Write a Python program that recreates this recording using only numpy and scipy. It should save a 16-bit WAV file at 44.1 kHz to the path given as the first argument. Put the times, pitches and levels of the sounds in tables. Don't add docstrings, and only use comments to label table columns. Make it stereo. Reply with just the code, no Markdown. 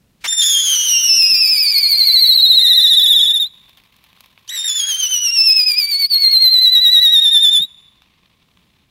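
import sys
import numpy as np
from scipy import signal
from scipy.fft import rfft, irfft, next_fast_len
from scipy.io import wavfile
from scipy.ndimage import uniform_filter1d, minimum_filter1d

SR = 44100
rng = np.random.default_rng(int(sys.argv[2]) if len(sys.argv) > 2 else 0)


def dump(signal):
    limited = np.clip(np.atleast_2d(signal).T, -1, 1)
    pcm = np.round(limited * 32767).astype(np.int16)
    wavfile.write(sys.argv[1], SR, pcm)


N = 392490
TIME = np.arange(N) / SR
# (at_s, pitch change as a share, half_length_s, level_change_db)
HICCUPS = [(0.362, .002, .012, -7.5), (0.763, -.04, 0.0035, -2), (0.903, -.045, .003, -3.5),
           (1.048, .015, .12, -0.5), (4.675, .02, .012, -1), (5.071, -.07, .0044, -1.5),
           (5.168, .02, .13, -0.5), (5.528, 0.026, .008, 0), (5.784, .03, 0.014, 2.5),
           (5.969, -.024, .13, -1.5), (6.082, .12, .016, -19.5), (7.017, .026, .16, 1)]
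RELEASE_S = 0.024


def amp(db):
    return np.exp(np.asarray(db) * (np.log(10) / 20))


def unit(x):
    return x / np.sqrt(np.mean(abs(x) ** 2) + 1e-20)


def read(points, hz):
    f, value = np.transpose(points)
    return np.interp(np.log(hz + 1), np.log(f + 1), value)


def level(rows):
    return amp(np.interp(TIME, *np.transpose(rows)))


def shaped(x, spectrum):
    size = x.shape[-1]
    padded = next_fast_len(size, True)
    gain = amp(read(spectrum, np.fft.rfftfreq(padded, 1 / SR)))
    return irfft(rfft(x, padded) * gain, padded)[..., :size]


def wander(size, hz):
    step = 8
    lowpass = signal.butter(2, hz, fs=SR / step, output="sos")
    coarse = signal.sosfilt(lowpass, rng.standard_normal(size // step + 2))
    return np.interp(np.arange(size) / step, np.arange(len(coarse)), unit(coarse))


def add(mix, s, sound):
    part = mix[max(round(s * SR), 0):][:len(sound)]
    part += sound[:len(part)]


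def bump(t, at, half):
    return np.exp(-np.minimum(((t - at) / half) ** 2, 20))


def gate(t, attack, release):
    return np.clip((t - t[0]) / attack, 0, 1) * np.clip((t[-1] - t) / release, 0, 1)


def air(likeness=.55):
    # (pitch_hz, level_db per Hz)
    air_spectrum = [(20, -9.5), (60, 3), (110, 0.5), (190, 2.5), (300, -7.5), (500, -13), (1000, -21),
                    (3000, -22.5), (15000, -29)]
    # (at_s, level_db)
    air_level = [(0, -57.5), (3.5, -60.5), (7.5, -62.5), (8.4, -60.5), (8.6, -58), (8.9, -61.5)]
    noise = rng.standard_normal((3, N))
    share = np.clip(likeness, 0, 1)
    sides = np.sqrt(share) * noise[0] + np.sqrt(1 - share) * noise[1:]
    return unit(shaped(sides, air_spectrum)) * level(air_level)


def flare(sputter_db=3.5, sparks_per_s=35, spark_db=16, crackle_s=0.0017, fade_s=0.035):
    # (pitch_hz, level_db per Hz)
    flare_spectrum = [(260, -41.5), (450, -16), (958, -4), (1030, 2.5), (1410, -10.5), (2430, -0.5),
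                      (3270, -1.5), (3630, 0.5), (4270, -5.5), (4670, -10), (7840, -22), (13200, -14.5),
                      (15500, -17)]
    # (start_s, end_s, first_level_db, last_level_db, change of the sizzle above about 6 kHz in dB)
    flares = [(0, .3, -74, -68.5, 1), (3.294, 4.548, -56, -56, 0), (7.55, 8.95, -57.5, -64, -19)]
    # (at_s, level_db, treble_db)
    crackles = [(3.694, -38, 5), (3.773, -38.5, 3), (3.837, -44, 5), (3.965, -43, 13), (4.04, -39, 10.5),
                (4.13, -42.5, -3), (4.174, -40, -15), (4.207, -32.5, 11.5), (4.26, -40.5, 3.5),
                (4.377, -37, -16), (8.02, -41, -3), (8.573, -46.5, -10)]
    sparks = (rng.random(N) < sparks_per_s / SR) * rng.standard_normal(N) * amp(spark_db)
    sputter = unit(rng.standard_normal(N) * amp(sputter_db * wander(N, hz=60)))
    flame = unit(shaped(sputter + sparks, flare_spectrum))
    sizzle = shaped(flame, [(5000, -37.0), (7000, -2.5)])
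    out = np.zeros(N)
    for start, end, first_db, last_db, sizzle_db in flares:
        alight = np.clip(np.minimum(TIME - start, end - TIME) / fade_s, 0, 1)
        burning = flame - sizzle + sizzle * amp(sizzle_db)
        out += burning * alight * level([(start, first_db), (end, last_db)])
    t = np.arange(SR // 20) / SR
    for s, db, treble_db in crackles:
        noise = shaped(rng.standard_normal(len(t)), flare_spectrum)
        burst = shaped(noise, [(2500, 0), (9000, treble_db)])
        add(out, s, amp(db) * unit(burst) * np.exp(-t / crackle_s))
    return out


def puffs():
    # (start_s, level_db, length_s, centre_hz, width in octaves)
    puff_table = [(0.199, -51.5, 0.068, 3010, 1.2), (0.237, -21, 0.036, 2170, 1.37),
                  (0.408, -23, 0.038, 3700, 0.37), (0.744, -35.5, 0.027, 3650, 0.47),
                  (.875, -30, 0.031, 3800, 0.34), (4.475, -38.5, 0.014, 4030, 0.88),
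                  (7.591, -37.5, .034, 125, .85), (7.611, -52, 0.056, 216.4, 0.63)]
    hz = np.geomspace(20, SR / 2, 60)
    out = np.zeros(N)
    for s, db, length, centre_hz, octaves in puff_table:
        hump_db = -20 * np.log10(1 + (np.log2(hz / centre_hz) / octaves) ** 2) * 1.5
        noise = unit(shaped(rng.standard_normal(SR // 4), np.c_[hz, hump_db]))
        gas = noise[:int(length * SR)]
        add(out, s, amp(db) * gas * signal.windows.tukey(len(gas), .6))
    return out


def wheel(t):
    # (at_s, turns a second)
    speed_curve = [(.25, 1.68), (1.67, 10.55), (2.35, 14.235), (3.48, 15.91), (4.45, 9), (5.1, 8.6),
                   (6.7, 9.94), (7.63, 10.1)]
    speed = np.interp(TIME, *np.transpose(speed_curve))
    return np.interp(t, TIME, np.cumsum(speed) / SR), np.interp(t, TIME, speed)


def burn(start, slide, end, first_hz, last_hz, slowing, first_db, last_db, squeak_s, squeak_flat):
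    burnout_s, burnout_rise, burnout_db = .03, 0.14, -15.5
    t = np.arange(start, end, 1 / SR)
    spent = np.clip((t - slide) / (end - slide), 0, 1)
    depth = spent + slowing * spent * (1 - spent)
    burnout = np.exp((t - end) / burnout_s)
    pitch = (1 + burnout_rise * burnout) / ((1 - depth) / first_hz + depth / last_hz)
    pitch = pitch * (1 - squeak_flat * np.clip(2 - 2 * (t - start) / squeak_s, 0, 1))
    choke_db = sum(change * bump(t, at, half) for at, _, half, change in HICCUPS)
    db = first_db + (last_db - first_db) * depth + burnout_db * burnout + choke_db
    return t, pitch, db, burnout


def pipe(t, pitch, db, burnout, swell_s, seat, radius, bright_db, shimmer_db=2.0, jitter=.003, drift=.0025,
         beam_db=1.5, facing=0.32, shadow_db=4.0, hidden=0.801, fuzz_hz=145, flutter_db=1.5, rasp=0.0035):
    # (multiple of the pitch, full_tube_db, hollow_tube_db, fuzz 0-1)
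    partials = [(.5, -15.5, -33.5, 1), (1, -8.5, -22, 0.06), (1.5, -12, -88.5, 0.99), (2, 0.5, -1, .05),
                (3, -6.5, -30, 0.72), (4, -14.5, -16, 0.4), (5, -8, -29.5, 0.4), (6, -7, -12.5, 0.8),
                (7, -6.5, -29, .8), (8, -6.5, -13, .5)]
    # (pitch_hz, level_db)
    colour = [(900, -38.5), (1800, -13.5), (2600, 0), (3500, 1), (4200, 1.5), (4700, -8.5), (5200, 0.5),
              (6200, -12), (7000, -11), (7900, -16), (9000, -11), (10500, -10), (13200, -12), (15500, -21)]
    # (at_s, half_length_s, change_db)
    odd_spells = [(2.45, 0.13, -17), (2.75, 0.27, 6), (6.101, 0.045, -21), (6.374, 0.026, -16.5),
                  (6.52, 0.046, -5), (7.049, 0.31, 7.5)]
    full_hz, hollow_hz = 3800, 1944
    burnout_odd_db = -50.5
    attack_s, swell_db = .005, -11
    sound_speed = 343

    turns, speed = wheel(t)
    angle = 2 * np.pi * (turns + seat)
    hollow = np.clip((1 / pitch - 1 / full_hz) / (1 / hollow_hz - 1 / full_hz), 0, 1)
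    odd_db = burnout_odd_db * burnout + sum(change * bump(t, at, half) for at, half, change in odd_spells)
    hz = pitch / (1 - 2 * np.pi * radius * speed / sound_speed * np.cos(angle))
    jerks = sum(jump * bump(t, at, half) for at, jump, half, _ in HICCUPS)
    hz = hz * (1 + jerks + jitter * wander(len(t), hz=209.0) + drift * wander(len(t), hz=35.83))
    jolts = rasp * (0.11 + hollow) * wander(len(t), hz=503)
    phase = 2 * np.pi * np.cumsum(hz) / SR + jolts
    facing_db = beam_db * np.cos(angle - 2 * np.pi * facing)
    hiding_db = shadow_db * np.exp(6 * (np.cos(angle - 2 * np.pi * hidden) - 1))
    swing_db = facing_db - hiding_db
    out = np.zeros(len(t))
    for multiple, full_db, hollow_db, fuzz in partials:
        k, fuzz = round(2 * multiple) / 2, np.clip(fuzz, 0, 1)
        source_db = full_db + (hollow_db - full_db) * hollow + odd_db * (k % 2 == 1)
        source_db = source_db + np.log2(k / 2) * (bright_db + shimmer_db * wander(len(t), hz=12.5))
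        heard_db = source_db + read(colour, k * hz) + swing_db * (k * hz / 4000) ** 0.68
        gain = amp(heard_db) * (k * hz < SR / 2)
        tone = np.cos(k * phase)
        blur = wander(len(t), fuzz_hz) * tone + wander(len(t), fuzz_hz) * np.sin(k * phase)
        out += gain * (np.sqrt(2 * (1 - fuzz ** 2)) * tone + fuzz * blur)
    rising_db = swell_db * np.exp((t[0] - t) / swell_s)
    loudness = amp(db + rising_db + flutter_db * wander(len(t), hz=83))
    return out * gate(t, attack_s, RELEASE_S) * loudness


def jet(t, db, seat, sputter_db=2.0, swing_db=2.5, facing=0.34, follow=0.98):
    # (pitch_hz, level_db per Hz)
    jet_spectrum = [(150, -22.5), (500, -19.5), (1100, -5.5), (1400, -7.5), (2000, -0.5), (3400, 7),
                    (4700, 6.5), (5500, 4.5), (7500, -37), (10000, -2), (13500, -24), (16000, 1)]
    # (pitch_hz, level_db)
    steady_tint = [(4000, 1), (5000, -12.5), (7000, -10.5), (9000, -1)]
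    # (pitch_hz, level_db)
    surge_tint = [(4000, 0), (9000, 2), (13000, 10), (16000, 2.5)]
    steady_db, rise_s = -28.5, .02
    surge_db, surge_at_s, surge_half_s = -23.5, .43, 0.28
    steady, surge = shaped(rng.standard_normal((2, len(t))), jet_spectrum)
    gas = amp(steady_db) * unit(shaped(steady, steady_tint))
    surge_shape = bump(t - t[0], surge_at_s, surge_half_s)
    gas = gas + amp(surge_db) * unit(shaped(surge, surge_tint)) * surge_shape
    towards = np.cos(2 * np.pi * (wheel(t)[0] + seat - facing))
    gas_db = db.mean() + follow * (db - db.mean())
    loudness = amp(gas_db + sputter_db * wander(len(t), hz=130) + swing_db * towards)
    return gas * gate(t, rise_s, RELEASE_S) * loudness


def whistles():
    # (lights_s, starts_to_slide_s, burns_out_s, first_pitch_hz, last_pitch_hz,
    # slowing of the slide 0-1, first_level_db, last_level_db, opening_squeak_s,
    # squeak flatness as a share of the pitch, swell_s, seat on the rim in turns,
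    # distance from the hub in metres, brightness in dB an octave)
    pipes = [(0.265, .49, 3.485, 3591, 1780, .25, -10.5, -13.5, .016, 0.24, 0.014, -0.4, .14, 0.75),
             (0.407, .455, 3.335, 3424, 1710, .27, -8.5, -12.5, .046, 0.047, .012, -.72, .14, 1.15),
             (4.487, 4.552, 7.662, 3822, 1742, .42, -8.5, -10, .011, .2, 0.25, -.46, .13, 0)]
    out = np.zeros(N)
    for *charge, swell_s, seat, radius, bright_db in pipes:
        t, pitch, db, burnout = burn(*charge)
        tone = pipe(t, pitch, db, burnout, swell_s, seat, radius, bright_db)
        add(out, t[0], tone + jet(t, db, seat))
    return out


def echoes(x, count, start_s, hold_s, t60):
    at = start_s + (np.arange(count) + rng.random(count)) / count * (hold_s + t60 / 2)
    taps = np.zeros(int(at[-1] * SR) + 1)
    fade_db = -60 * np.maximum(at - start_s - hold_s, 0) / t60
    taps[(at * SR).astype(int)] = rng.choice([-1, 1], count) * amp(fade_db)
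    return signal.oaconvolve(x, taps / np.linalg.norm(taps))[:N]


def scene(near_db=-17, scatter_db=-24, far_db=-35):
    fire = whistles() + flare() + puffs()
    near = echoes(fire, count=40, start_s=0.0038, hold_s=0.0057, t60=.06)
    scatter = np.array([echoes(fire, count=60, start_s=.001, hold_s=0.0024, t60=0.041) for side in range(2)])
    scatter = shaped(scatter, [(3800, -4.5), (5500, 18), (12000, 1)])
    far = np.array([echoes(fire, count=1500, start_s=0.047, hold_s=0.21, t60=0.6) for side in range(2)])
    far = shaped(far + 0.1 * far[::-1], [(4000, 4.0), (5500, -2.5), (7000, 6.5), (14000, -1)])
    return fire + amp(near_db) * near + amp(scatter_db) * scatter + amp(far_db) * far + air()


def record(dry, bend=0.042, ceiling=0.92):
    # (pitch_hz, side against mid in dB)
    spread = [(100, -16), (250, 0), (480, 2.5), (650, -5), (1100, -22), (2000, -19.5), (2800, -41),
              (3550, -31), (4520, -12.5), (5740, -7.5), (7300, -3.5), (9280, -7.5), (11800, -19),
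              (15000, -7)]
    edge_hz = 15820
    size = next_fast_len(N + SR // 10, True)
    hz = np.fft.rfftfreq(size, 1 / SR)
    mid = dry.mean(0)
    low_band = signal.butter(2, [85, 620], "bandpass", fs=SR, output="sos")
    swoop = bend * signal.sosfilt(low_band, mid ** 2)
    side = irfft(-1j * rfft(mid + swoop, size) * amp(read(spread, hz)), size)[:N]
    ports = dry + swoop + np.array([side, -side])
    headroom = np.minimum(1, ceiling / (abs(ports).max(0) + 1e-9))
    ports = ports * uniform_filter1d(minimum_filter1d(headroom, size=400), size=400)
    lowpass = signal.firwin(801, edge_hz, window=("kaiser", 9), fs=SR)
    return signal.oaconvolve(ports, lowpass[None], "same")


dry = scene()
out = record(dry)
dump(out)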